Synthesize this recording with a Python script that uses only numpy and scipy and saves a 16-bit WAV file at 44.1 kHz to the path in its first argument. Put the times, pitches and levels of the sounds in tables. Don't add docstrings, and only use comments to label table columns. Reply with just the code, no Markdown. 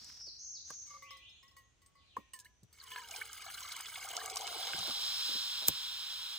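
import sys
import numpy as np
from scipy import signal
from scipy.fft import rfft, irfft, next_fast_len
from scipy.io import wavfile
from scipy.ndimage import uniform_filter1d

SR = 44100
rng = np.random.default_rng(int(sys.argv[2]) if len(sys.argv) > 2 else 0)


def waveform_to_disk(signal):
    frames = np.transpose(np.atleast_2d(signal))
    scaled = np.clip(frames, -1, 1) * 32767
    samples = np.round(scaled).astype(np.int16)
    wavfile.write(sys.argv[1], SR, samples)


N = 281358
T = np.arange(N) / SR

# [time_s, pitch_hz]
POT_PITCH = [(.9, 1173), (1.03, 1133), (1.5, 1086), (1.8, 1089), (1.97, 1125), (2.34, 1051), (2.42, 988),
             (2.86, 1049), (2.99, 1004), (3.17, 852), (3.48, 760), (3.65, 740), (3.9, 710), (4.2, 606),
             (4.9, 590)]
# [time_s, level_db]
FLOW = [(2.68, -95), (2.74, -68.5), (2.89, -54), (2.98, -51), (3.07, -55.5), (3.16, -48), (3.29, -52.5),
        (3.38, -50), (3.66, -47), (3.78, -47), (3.83, -49), (4.1, -45.5), (4.33, -47.5), (4.65, -46.5),
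        (4.88, -48.5), (5.15, -60.5)]
# [pitch_hz, width_hz, level_db]
CAVITY = [(453.5, 15, 5), (710, 90, -12), (1580, 110, -6.5), (2220, 140, 5.5), (2960, 300, 1),
          (6450, 250, 4), (8500, 620, -5.5)]
# [start_s, relative_db, t60_s]
LIGHTER = [(5.682, -13, 0.014), (5.6832, -3, .0065)]
MAIN_HZ = 1083


def amp(db):
    return 10 ** (np.asarray(db) / 20)


def evened(x):
    return x / np.sqrt(np.mean(x ** 2) + 1e-20)


def curve(rows, at, axis=1):
    rows = np.array(rows, float)
    return np.interp(at, rows[:, 0], rows[:, axis])


def colour(x, spectrum, modes=()):
    size = next_fast_len(len(x) + 2048)
    hz = np.fft.rfftfreq(size, 1 / SR)
    f, db = np.transpose(spectrum)
    peaks = 1 + sum(amp(g) / (1 + 2j * (hz - at) / width) for at, width, g in modes)
    gain = amp(np.interp(np.log(hz + 1), np.log(f), db))
    return irfft(rfft(x, size) * peaks * gain, size)[:len(x)]


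def add(mix, s, sound):
    part = mix[max(round(s * SR), 0):][:len(sound)]
    part += sound[:len(part)]


def dying(t60, attack=.0004):
    t = np.arange(int(1.3 * t60 * SR) + 2) / SR
    return (1 - np.exp(-t / attack)) * amp(-60 * t / t60)


def echoes(x, t60, build=0.0006):
    fade = dying(t60, build)
    tail = rng.standard_normal(3 * SR)[:len(fade)] * fade
    return signal.oaconvolve(x, tail / np.linalg.norm(tail))[:len(x)]


def wander(rate):
    return evened(np.interp(T * rate, np.arange(N), rng.standard_normal(N)))


def glide(hz):
    return np.sin(2 * np.pi * np.cumsum(hz) / SR)


def resonate(x, hz, width):
    turn = np.exp(2j * np.pi * np.cumsum(hz) / SR)
    r = np.exp(-np.pi * width / SR)
    return (turn * signal.lfilter([(1 - r) ** 2], [1, -2 * r, r * r], x / turn)).real


def steadied(x, seconds=0.038):
    power = abs(uniform_filter1d(x ** 2, int(seconds * SR)))
    return x / np.sqrt(power + 0.021 * np.mean(x ** 2))


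def puffs(rows, steep_db):
    out = np.zeros(N)
    for s, db, hz, t60 in rows:
        fade = dying(t60)
        slopes = [(hz / 8, -2 * steep_db), (hz / 2, -steep_db / 3), (hz, 0),
                  (hz * 2, -steep_db / 2), (hz * 8, -3 * steep_db)]
        noise = evened(colour(rng.standard_normal(SR // 2), slopes))
        add(out, s, amp(db) * noise[:len(fade)] * fade[:len(noise)])
    return out


def second_mode(main):
    return 1920 * (main / MAIN_HZ) ** 1.6


def pot(main_t60=0.36, second_t60=0.35, low_db=-20, swell=0.0017, ripple=0.01, churn=0.029,
        tick_db=-10, tick_t60=0.16):
    # [pitch_hz, level_db, t60_s]
    wall = [(2196, -5, .16), (2940, -7, .18), (3600, -11, .1), (4050, -12, .07), (4484, -7, .13),
            (4888, -13, .08), (5240, -6, .075), (6304, -8, .1), (7300, -12, .07), (8280, -8, .1),
            (9351, -17, .08), (9884, -14, .08), (13270, -17, .05)]
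    # [start_s, level_db, hardness_db,
    # favoured_hz (by the spot it hits), lift_db (there)]
    drops = [(0.872, -68, 0.5, 7950, 8), (0.905, -54.5, -22, 2200, 9), (0.939, -47.5, -43, 2200, 9),
             (.972, -51, -36, 2200, -3), (1.023, -50, -10, 2200, 7), (1.107, -47.5, -11, 5240, 19),
             (1.169, -65.5, 1, 5020, 15), (1.295, -78, 1.5, 5200, 22), (1.429, -61.5, -6.5, 5240, 13),
             (1.48, -69.5, -3, 5170, 17), (1.512, -68, -8, 5240, 16), (1.566, -59.5, 0, 7500, 7),
             (1.581, -71, 5.5, 2196, 1), (1.818, -71, 2, 6860, 8), (1.861, -75.5, 5.5, 8280, 12.5),
             (1.952, -62.5, -16, 8280, 12), (2.166, -61.5, 1.5, 7250, 9), (2.335, -58, 7.5, 8280, 9.5),
             (2.447, -76, 12.5, 4050, 17), (2.728, -82, 18, 4400, 14), (2.785, -73, -2, 2200, 17),
             (2.839, -58, -27, 4400, 10), (2.917, -50, -1, 3020, 10), (2.96, -46, -15, 4400, 19)]
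    # [pitch_hz, density_db (per Hz)]
    splat = [(1000, -3), (5000, 6), (14000, 10.5)]
    damping = 1.9
    second_db, second_share = -0.5, 0.39
    bright_db, bright_per_hard = 2.5, 0.55
    favour_octaves = 0.11

    flow = amp(curve(FLOW, T))
    out = np.zeros(N)
    ripples = 1 + (ripple + churn * flow / flow.max()) * wander(90)
    slosh = amp(1.3 * wander(35))
    t = np.arange(int(.5 * SR)) / SR
    early = t[:SR // 5]
    hz, db, t60 = np.transpose(wall)[:, :, None]
    for s, level_db, hard_db, spot_hz, lift_db in drops:
        load = ripples[int(s * SR):][:len(t)]
        main = load * curve(POT_PITCH, s + t)
        second = second_mode(main)
        fall_db = 60 * t * (MAIN_HZ / main[0]) ** damping
        ring = amp(-fall_db / main_t60) * (glide(main) + amp(low_db) * glide(.475 * main))
        ring += amp(second_db + second_share * hard_db - fall_db / second_t60) * glide(second)
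        rise = 1 - np.exp(-t / swell)
        add(out, s, amp(level_db) * ring * slosh[int(s * SR):][:len(t)] * rise)

        luck_db, detune = rng.normal(0, 2.5, hz.shape), rng.normal(1, .005, hz.shape)
        spot_db = lift_db * np.exp(-(np.log2(hz / spot_hz) / favour_octaves) ** 2)
        wall_db = level_db + hard_db
        tilt_db = (bright_db + bright_per_hard * hard_db) * np.log2(hz / 5000)
        level = amp(wall_db + db + tilt_db + spot_db + luck_db - 60 * early / t60)
        phase = 2 * np.pi * hz * detune * np.cumsum(load[:len(early)]) / SR
        add(out, s, (level * np.sin(phase)).sum(0))

        tick = dying(tick_t60)
        noise = colour(rng.standard_normal(SR // 4), splat)[:len(tick)]
        add(out, s, amp(wall_db + tick_db) * tick * noise)
    return out


def plops(swell=0.08):
    # [start_s, level_db, start_hz, rise_octaves (per life)]
    large = [(0.703, -46.5, 1054, 0.67), (0.702, -49.5, 1574, 0.15), (2.167, -29.5, 1000, 0.62),
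             (2.167, -46, 428, 1), (2.335, -49, 2920, -0.074), (2.182, -50, 216, -0.028),
             (2.4555, -51.5, 1680, 0.57), (2.461, -59, 2820, 0.37), (2.464, -57, 2200, -0.31),
             (2.629, -53, 190, -2.5), (2.785, -64, 2260, -0.33), (2.8, -46, 4880, -0.86),
             (2.812, -47, 4440, -0.85), (2.888, -51.5, 2980, 0.2), (2.917, -41.5, 3150, 0.49),
             (2.94, -47, 2940, 0.58), (2.96, -43, 1640, 0.22), (2.98, -41.5, 1670, 0.17),
             (2.985, -51, 2760, -1.9), (2.99, -44, 970, 0.38), (3.043, -47, 2980, -0.27),
             (3.112, -44.5, 2840, 0.033), (3.139, -40.5, 2330, 0.2), (3.095, -52.5, 800, -0.0065),
             (3.15, -50, 860, -0.15), (3.17, -58, 800, -.15), (3.235, -60, 810, -0.29),
             (3.177, -45, 2930, 0.5), (3.214, -37.5, 1520, -0.0039), (3.213, -40, 1760, -0.083),
             (3.217, -34, 2190, 0.25), (3.405, -50, 2230, 0.93), (3.462, -48, 750, -0.57),
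             (3.48, -48, 790, -.05), (3.487, -47.5, 1270, -0.4), (3.544, -38.5, 4320, -0.49),
             (3.579, -40.5, 2810, 0.67), (3.618, -48, 1040, 0.018), (3.631, -46, 3020, -0.023),
             (3.718, -43.5, 4070, -0.7), (3.764, -46, 2190, -0.3), (3.864, -39, 3470, -0.34),
             (3.957, -38, 2170, -0.0066), (3.975, -47.5, 747, -0.023), (4.026, -42, 2180, 0.28),
             (4.048, -46.5, 750, 0.29), (4.115, -40.5, 2860, 0.21), (4.174, -39, 1200, 0.89),
             (4.176, -42, 753, -0.051), (4.189, -42.5, 1560, 0.52), (4.213, -43, 1844, -0.098),
             (4.236, -52, 514, -.8), (4.276, -43, 1155, 0.6), (4.364, -40, 1080, .1),
             (4.369, -44, 736, -0.044), (4.416, -43, 863, 0.87), (4.416, -40, 3170, 0.47),
             (4.442, -38.5, 694, 0.52), (4.452, -41, 3020, -0.063), (4.475, -40, 3200, -0.99),
             (4.517, -57, 600, 0), (4.545, -45, 735, 1), (4.563, -51.5, 417, -1.4),
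             (4.628, -34, 3480, -0.6), (4.669, -48, 780, -0.54), (4.697, -48, 700, 0.92),
             (4.733, -37.5, 1550, -0.27), (4.748, -39, 2820, 1)]
    life_1khz_s, life_slope = 0.036, 0.25
    out = np.zeros(N)
    for s, db, hz, rise in large:
        life = life_1khz_s * (1000 / hz) ** life_slope
        u = np.arange(int(1.5 * life * SR)) / (life * SR)
        envelope = u / swell * np.exp(1 - u / swell)
        add(out, s, amp(db) * envelope * glide(hz * 2 ** (rise * u)))
    return out


def slaps():
    # [start_s, level_db, centre_hz, t60_s]
    bursts = [(0.044, -45.5, 7000, 0.023), (.098, -57, 1880, 0.034), (.208, -56.5, 1500, 0.019),
              (0.704, -47.5, 1600, 0.017), (.704, -43.5, 9500, 0.022), (1.861, -58, 6500, 0.021),
              (2.167, -45, 1460, 0.015), (2.167, -53, 11100, 0.009), (2.334, -49, 11500, 0.017),
              (2.362, -53, 8100, 0.027), (2.389, -50, 3720, 0.014), (2.39, -46, 8300, .025),
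              (2.398, -48.5, 6700, 0.065), (2.632, -58.5, 7400, 0.036), (2.785, -61, 4700, 0.14),
              (2.839, -43, 8800, 0.017), (2.917, -43, 2560, 0.014), (2.96, -36, 1900, 0.018),
              (3.087, -39, 5300, 0.0084), (3.11, -35.5, 6440, 0.026), (3.149, -45, 4650, .015),
              (3.161, -38, 5230, 0.046), (3.3305, -37, 7700, 0.018), (3.501, -41.5, 2270, 0.023),
              (3.543, -38, 6000, 0.017), (3.605, -33.5, 6200, 0.013), (3.719, -37.5, 4260, 0.036),
              (3.722, -37, 6670, 0.019), (3.764, -35, 8300, 0.018), (3.802, -36.5, 1690, 0.019),
              (3.807, -37, 8500, 0.026), (3.857, -39.5, 3600, 0.028), (3.957, -39, 3000, 0.032),
              (4.028, -45, 4600, 0.018), (4.088, -35.5, 6680, 0.018), (4.167, -22.5, 5800, 0.0096),
              (4.259, -31, 8400, 0.016), (4.299, -33.5, 6500, 0.024), (4.358, -27.5, 7560, 0.014),
              (4.369, -28.5, 5930, 0.031), (4.409, -32.5, 6200, 0.015), (4.469, -26.5, 5400, 0.0074),
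              (4.475, -30, 3970, 0.013), (4.67, -28.5, 3380, 0.019), (4.7335, -27, 2380, 0.0083),
              (4.789, -31, 6040, .018)]
    return puffs(bursts, steep_db=24.5)


def bubbles(low_hz, high_hz, cycles, spread_db, clump_db, rise, count):
    when, pitch, size, damping = rng.random((count, 4)).T
    start, end = FLOW[0][0], FLOW[-1][0]
    at = ((start + when * (end - start)) * SR).astype(int)
    hz = low_hz * (min(high_hz, SR / 2.6) / low_hz) ** np.sqrt(pitch)
    life = cycles * (.5 + damping) / hz
    size_db = spread_db * np.minimum(-np.log(1 - size), 3.5)
    height = amp(size_db + clump_db * wander(55)[at]) / np.sqrt(life)
    lengths = (life * SR).astype(int)
    which = np.repeat(np.arange(count), lengths)
    age = np.arange(len(which)) - (np.cumsum(lengths) - lengths)[which]
    u = age / lengths[which]
    grains = height[which] * np.exp(-np.log(1000) * u) * (1 - np.exp(-30 * u))
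    grains *= np.sin(2 * np.pi * (hz * life)[which] * u * (1 + rise * u))
    return evened(np.bincount(at[which] + age, grains, N)[:N])


def sinking(drive, main_db=-14, second_db=-18, width_hz=130, drowned_db=28):
    main = curve(POT_PITCH, T) * (1 + .04 * wander(18))
    fits = evened(amp(6 * wander(28)))
    sunk_db = main_db + drowned_db * np.log2(main / MAIN_HZ)
    low = amp(sunk_db) * steadied(resonate(drive, main, width_hz))
    high = amp(second_db) * steadied(resonate(drive, second_mode(main), width_hz))
    return fits * (low + high)


def gurgle(deep):
    # [pitch_hz, density_db (per Hz)]
    gurgle_spectrum = [(150, -14), (300, 4.5), (450, -2.5), (730, 5), (1200, 1.5), (1700, -31), (2600, -27)]
    # [time_s, pitch_hz]
    gulp_pitch = [(3, 906), (3.5, 760), (4, 745), (4.5, 714), (4.9, 722)]
    gulp_width_hz, gulp_waver, gulp_db = 90, 0.05, -7.5
    note_hz = curve(gulp_pitch, T) * (1 + gulp_waver * wander(15))
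    note = resonate(deep, note_hz, gulp_width_hz)
    body = steadied(colour(deep, gurgle_spectrum, CAVITY))
    return steadied(body + amp(gulp_db) * steadied(note))


def drone(drive):
    # [pitch_hz, t60_s, relative_db]
    low_modes = [(443.4, 0.58, -3), (532, 0.15, -6.5)]
    t = np.arange(SR // 3) / SR
    total = np.zeros(N)
    for hz, t60, db in low_modes:
        ring = amp(-60 * t / t60) * np.sin(2 * np.pi * hz * t)
        total += amp(db) * steadied(signal.oaconvolve(drive, ring)[:N])
    return total


def stream(wet_db=-6, spray_db=-1, ringing_db=-2):
    # [pitch_hz, density_db (per Hz)]
    splash_spectrum = [(300, -7), (700, -7.5), (1200, -2), (2200, -7.5), (2600, -10), (3100, -4),
                       (5500, -6), (6500, -9.5), (9000, -2.5), (11000, 1.5), (13000, -8.5), (15500, 1.5)]
    # [time_s, relative_db]
    plunge = [(2.97, -28), (3.14, -7.5), (3.3, -21.5), (3.5, -21), (3.92, -25.5), (4.17, -3.5), (4.9, -7)]
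    # [time_s, level_db]
    hum = [(2.8, -89), (2.93, -71.5), (3.25, -69), (3.4, -93), (3.95, -83), (4.2, -62), (4.45, -67),
           (4.8, -78), (5.1, -98)]
    spray = bubbles(1015, 15550, cycles=11.5, spread_db=3.0, clump_db=4.0, rise=0.093, count=7000)
    ringing = bubbles(900, 8000, cycles=55, spread_db=2.7, clump_db=2, rise=.04, count=3600)
    deep = bubbles(350, 1900, cycles=26, spread_db=2.8, clump_db=2, rise=.04, count=1600)
    splash = amp(spray_db) * spray + amp(ringing_db) * ringing
    wet = splash + amp(wet_db) * echoes(splash, 0.022)
    surface = steadied(colour(wet, splash_spectrum, CAVITY)) + sinking(spray + deep)
    poured = surface + amp(curve(plunge, T)) * gurgle(deep)
    return amp(curve(FLOW, T)) * poured + amp(curve(hum, T)) * drone(deep)


def gas(flutter_db=0.44):
    # [pitch_hz, density_db (per Hz)]
    jet = [(200, -30), (600, -27.5), (950, -15.5), (1550, -13.5), (1950, -17), (2800, -8.5), (3200, -8),
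           (3950, -0.5), (4600, -7), (5350, -1.5), (6000, -14), (8500, -17.5), (11000, -17.5), (12500, -27),
           (15000, -16)]
    # [pitch_hz, width_hz, level_db]
    jet_peaks = [(3182, 50, 4.5), (3363, 125, 5), (3670, 170, -3.5), (3974, 97, 2), (4760, 190, -2.5),
                 (5300, 62, 2.5), (14300, 170, -19)]
    # [pitch_hz, gain_db]
    jet_eased = [(1000, 0), (3500, 0.5), (4800, -4), (6200, -2.5), (9000, -0.5), (15000, -0.5)]
    start_s, rise_s, rise_power, level_db = 4.37, 0.8, 0.63, -36.5
    sag_from_s, sag_db_per_s = 5.2, 4
    surge_db, surge_s = 1, 0.21

    hiss = evened(colour(rng.standard_normal(N), jet, jet_peaks))
    eased = np.clip((T - sag_from_s) / rise_s, 0, 1)
    hiss = (1 - eased) * hiss + eased * colour(hiss, jet_eased)
    opening = np.clip((T - start_s) / rise_s, 0, 1) ** rise_power
    swell_db = surge_db * np.exp(-((T - sag_from_s) / surge_s) ** 2)
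    sag_db = sag_db_per_s * np.maximum(T - sag_from_s, 0)
    return hiss * opening * amp(level_db + swell_db - sag_db + flutter_db * wander(25))


def lighter(scrape_db=-27, scrape=0.0077, ring_db=-27, ring_t60=0.064):
    # [pitch_hz, density_db (per Hz)]
    snap = [(200, -19.5), (1000, -32), (2000, -17.5), (3300, -9), (5500, -9.5), (8000, -9.5), (11000, -8.5),
            (13000, -4.5), (15000, -5)]
    slip = LIGHTER[0][0]
    out = amp(scrape_db) * np.exp(-abs(T - slip) / scrape) * (T < slip)
    for s, db, t60 in LIGHTER:
        add(out, s, amp(db) * dying(t60, attack=0.0032) * 2)
        add(out, s, amp(db + ring_db) * dying(ring_t60))
    return out * evened(colour(rng.standard_normal(N), snap))


def handling():
    # [start_s, level_db, centre_hz, t60_s]
    dull_knocks = [(0.015, -65, 135, 0.22), (.07, -64, 130, 0.086), (.27, -61, 370, .08),
                   (.705, -47, 373, 0.045), (2.183, -51, 260, 0.1), (2.63, -64, 260, 0.049),
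                   (2.645, -58, 95, 0.069), (4.743, -44, 200, 0.08), (4.784, -53.5, 118, 0.27),
                   (4.879, -43, 453, 0.092), (4.895, -49, 199, 0.12), (5.29, -54.5, 322, 0.32),
                   (5.347, -52, 270, 0.13), (5.622, -48, 704, 0.13)]
    # [lag_s, level_db, centre_hz, t60_s]
    thud = [(.002, -35.5, 610, 0.037), (.006, -40, 237, 0.055), (0.011, -39.5, 82, 0.12)]
    snap_s = LIGHTER[0][0]
    thuds = [(snap_s + lag, db, hz, t60) for lag, db, hz, t60 in thud]
    return puffs(dull_knocks, steep_db=13.5) + puffs(thuds, steep_db=9.5)


def sleeve(catch_db=2.0):
    # [peak_s, level_db (before the surges), rise_s, fade_s]
    stroke_rows = [(.1, -57.5, 1, 0.15), (.7, -54, 0.019, 0.04), (0.918, -60.5, 0.059, 0.13)]
    # [pitch_hz, density_db (per Hz)]
    nylon = [(100, 5), (400, -9.5), (1300, -2.5), (3000, -3), (5000, 11), (8000, -4.5), (11000, -10),
             (15000, -11)]
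    strokes = np.zeros(N)
    for s, db, rise, fade in stroke_rows:
        strokes += amp(db) * np.exp(-np.maximum((s - T) / rise, (T - s) / fade))
    return evened(colour(rng.standard_normal(N), nylon)) * strokes * amp(catch_db * wander(110))


def bird(near_db=-3, echo_db=-1, wood_t60=0.86, waver=0.0163, build=0.0063):
    # [start_s, length_s, pitch_hz, note_db, fall_octaves (at the end)]
    buzzes = [(-.17, 0.14, 5380, -52.5, 0.41), (0.01, 0.23, 5430, -56, 0.017),
              (0.194, 0.11, 5506, -48.5, 0.49), (0.379, .21, 6126, -48.5, 0.83),
              (0.64, 0.21, 6216, -50, 0.051)]
    # [start_s, length_s, start_hz, note_db, glide_octaves, direct_db (against the note)]
    slurs = [(1.028, 0.082, 2186, -57, 0.71, -13.5), (1.086, 0.024, 3020, -53.5, 0.56, -16),
             (1.201, 0.073, 2324, -55.5, 0.73, -12), (1.249, 0.05, 3124, -60.5, 0.48, -24),
             (1.261, 0.16, 6000, -75, 0.32, -8), (1.58, 0.092, 6080, -77.5, 0.15, -3.5),
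             (1.939, 0.1, 5390, -69, -1.3, -16), (2.035, 0.14, 4610, -66.5, -1.13, -35),
             (2.1, 0.81, 6070, -80, -0.025, -5)]
    buzz_per_s, buzz_depth, buzz_pulse = 190, 0.073, 0.21
    scoop_octaves, scoop_s, flick_s = 0.1006, 0.02037, 0.055
    direct, sung = np.zeros((2, N + SR))
    unsteady = 1 + waver * wander(400)

    def sing(s, db, hz, direct_db, trill=1):
        envelope = amp(db) * np.sqrt(2) * signal.windows.tukey(len(hz), .2) * trill
        note = envelope * glide(hz * np.roll(unsteady, -int(s * SR))[:len(hz)])
        add(sung, s + 1, note)
        add(direct, s + 1, amp(direct_db) * note)

    for s, length, hz, db, fall in buzzes:
        t = np.arange(int(length * SR)) / SR
        flick = np.clip(1 - (length - t) / flick_s, 0, 1)
        trill = (1 - flick) * np.sin(2 * np.pi * buzz_per_s * t)
        bend_octaves = -scoop_octaves * np.exp(-t / scoop_s) - fall * flick
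        pitch = hz * (1 + buzz_depth * trill) * 2 ** bend_octaves
        sing(s, db, pitch, near_db, 1 + buzz_pulse * trill)
    for s, length, hz, db, octaves, direct_db in slurs:
        sing(s, db, hz * 2 ** np.linspace(0, octaves, int(length * SR)), direct_db)
    sides = [direct + amp(echo_db) * echoes(sung, wood_t60, build) for side in range(2)]
    return np.array(sides)[:, SR:]


def hush(level_db=-72, swell_db=0.85):
    # [pitch_hz, density_db (per Hz)]
    air = [(20, -14), (35, -2.5), (55, 6.5), (95, 3.5), (160, -9), (500, -16.5), (1500, -21), (3000, -19),
           (4800, -24), (6200, -21), (7500, -25), (15000, -48)]
    # [pitch_hz, gain_db]
    apart = [(60, -12), (150, 0.5), (400, 0), (3000, -1.5)]
    mid, side = (evened(colour(rng.standard_normal(N), air)) for k in range(2))
    side = colour(side, apart)
    return amp(level_db + swell_db * wander(2.3)) * np.array([mid + side, mid - side])


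def ports(x, scattered, place):
    # [pitch_hz, left_lead_rad, likeness_0_to_1]
    port_treble = [(6800, 0.27, 0.8), (8800, 1.15, 0.73), (10070, 2.17, 0.79), (10470, 3.184, 1),
                   (11820, 3.24, 1), (12830, 5.84, 1), (15700, 15, 1)]
    size = next_fast_len(N + 2048)
    hz = np.fft.rfftfreq(size, 1 / SR)
    place = place + [(*row, 0) for row in port_treble]
    same = np.clip(curve(place, hz, axis=2), 0, 1)
    lead = np.exp(.5j * curve(place, hz)) * amp(curve(place, hz, axis=3) / 2)
    direct = rfft(x, size) * np.sqrt((1 + same) / 2)
    stray = rfft(scattered, size) * np.sqrt((1 - same) / 2)
    return irfft(np.array([(direct + stray) * lead, (direct - stray) / lead]), size)[:, :N]


def scene(tent_db=-18, tent_t60=0.12):
    # [pitch_hz, left_lead_rad, likeness_0_to_1, left_over_right_db]
    at_pot = [(100, -0.5, 0.86, -1), (400, 0.76, 1, -2), (650, 1.13, 1, 2), (1100, -1, 1, 2.2),
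              (1670, .5, 1, -1.5), (2460, 1.0, 0.96, -1.5), (3200, -0.5, 0.62, -1), (5080, 2, 0.18, -0.5),
              (6200, 0.67, 1, 1)]
    at_stove = [(102, 0.5, 0.56, -3), (396, -0.9, .35, 1.5), (650, -1, 0.69, -2), (1240, 1.06, 1, -2.5),
                (1810, -1.4, 0.97, 1), (2770, -2, 0.55, -2), (3270, -1.32, 0.88, -.5), (5230, -2, 0.91, -2),
                (5900, -2.5, 1, -3)]
    water = pot() + plops() + slaps() + stream()
    water = water + amp(tent_db) * echoes(water, tent_t60)
    turn = np.pi * wander(10)
    inside = np.cos(turn) * echoes(water, 0.023) + np.sin(turn) * echoes(water, 0.0069)
    pouring = ports(water + sleeve(), inside + sleeve(), at_pot)
    knocks, click = handling(), lighter()
    scattered = gas() + echoes(knocks, 0.021) + echoes(click, 0.015)
    stove = ports(gas() + knocks + click, scattered, at_stove)
    return pouring + stove + bird() + hush()


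def record(dry, low_cut_hz=42, edge_hz=15900):
    dry = signal.sosfilt(signal.butter(2, low_cut_hz, "high", fs=SR, output="sos"), dry)
    band = signal.firwin(401, edge_hz, window=("kaiser", 8), fs=SR)
    return signal.oaconvolve(dry, band[None], "same")


dry = scene()
out = record(dry)
waveform_to_disk(out)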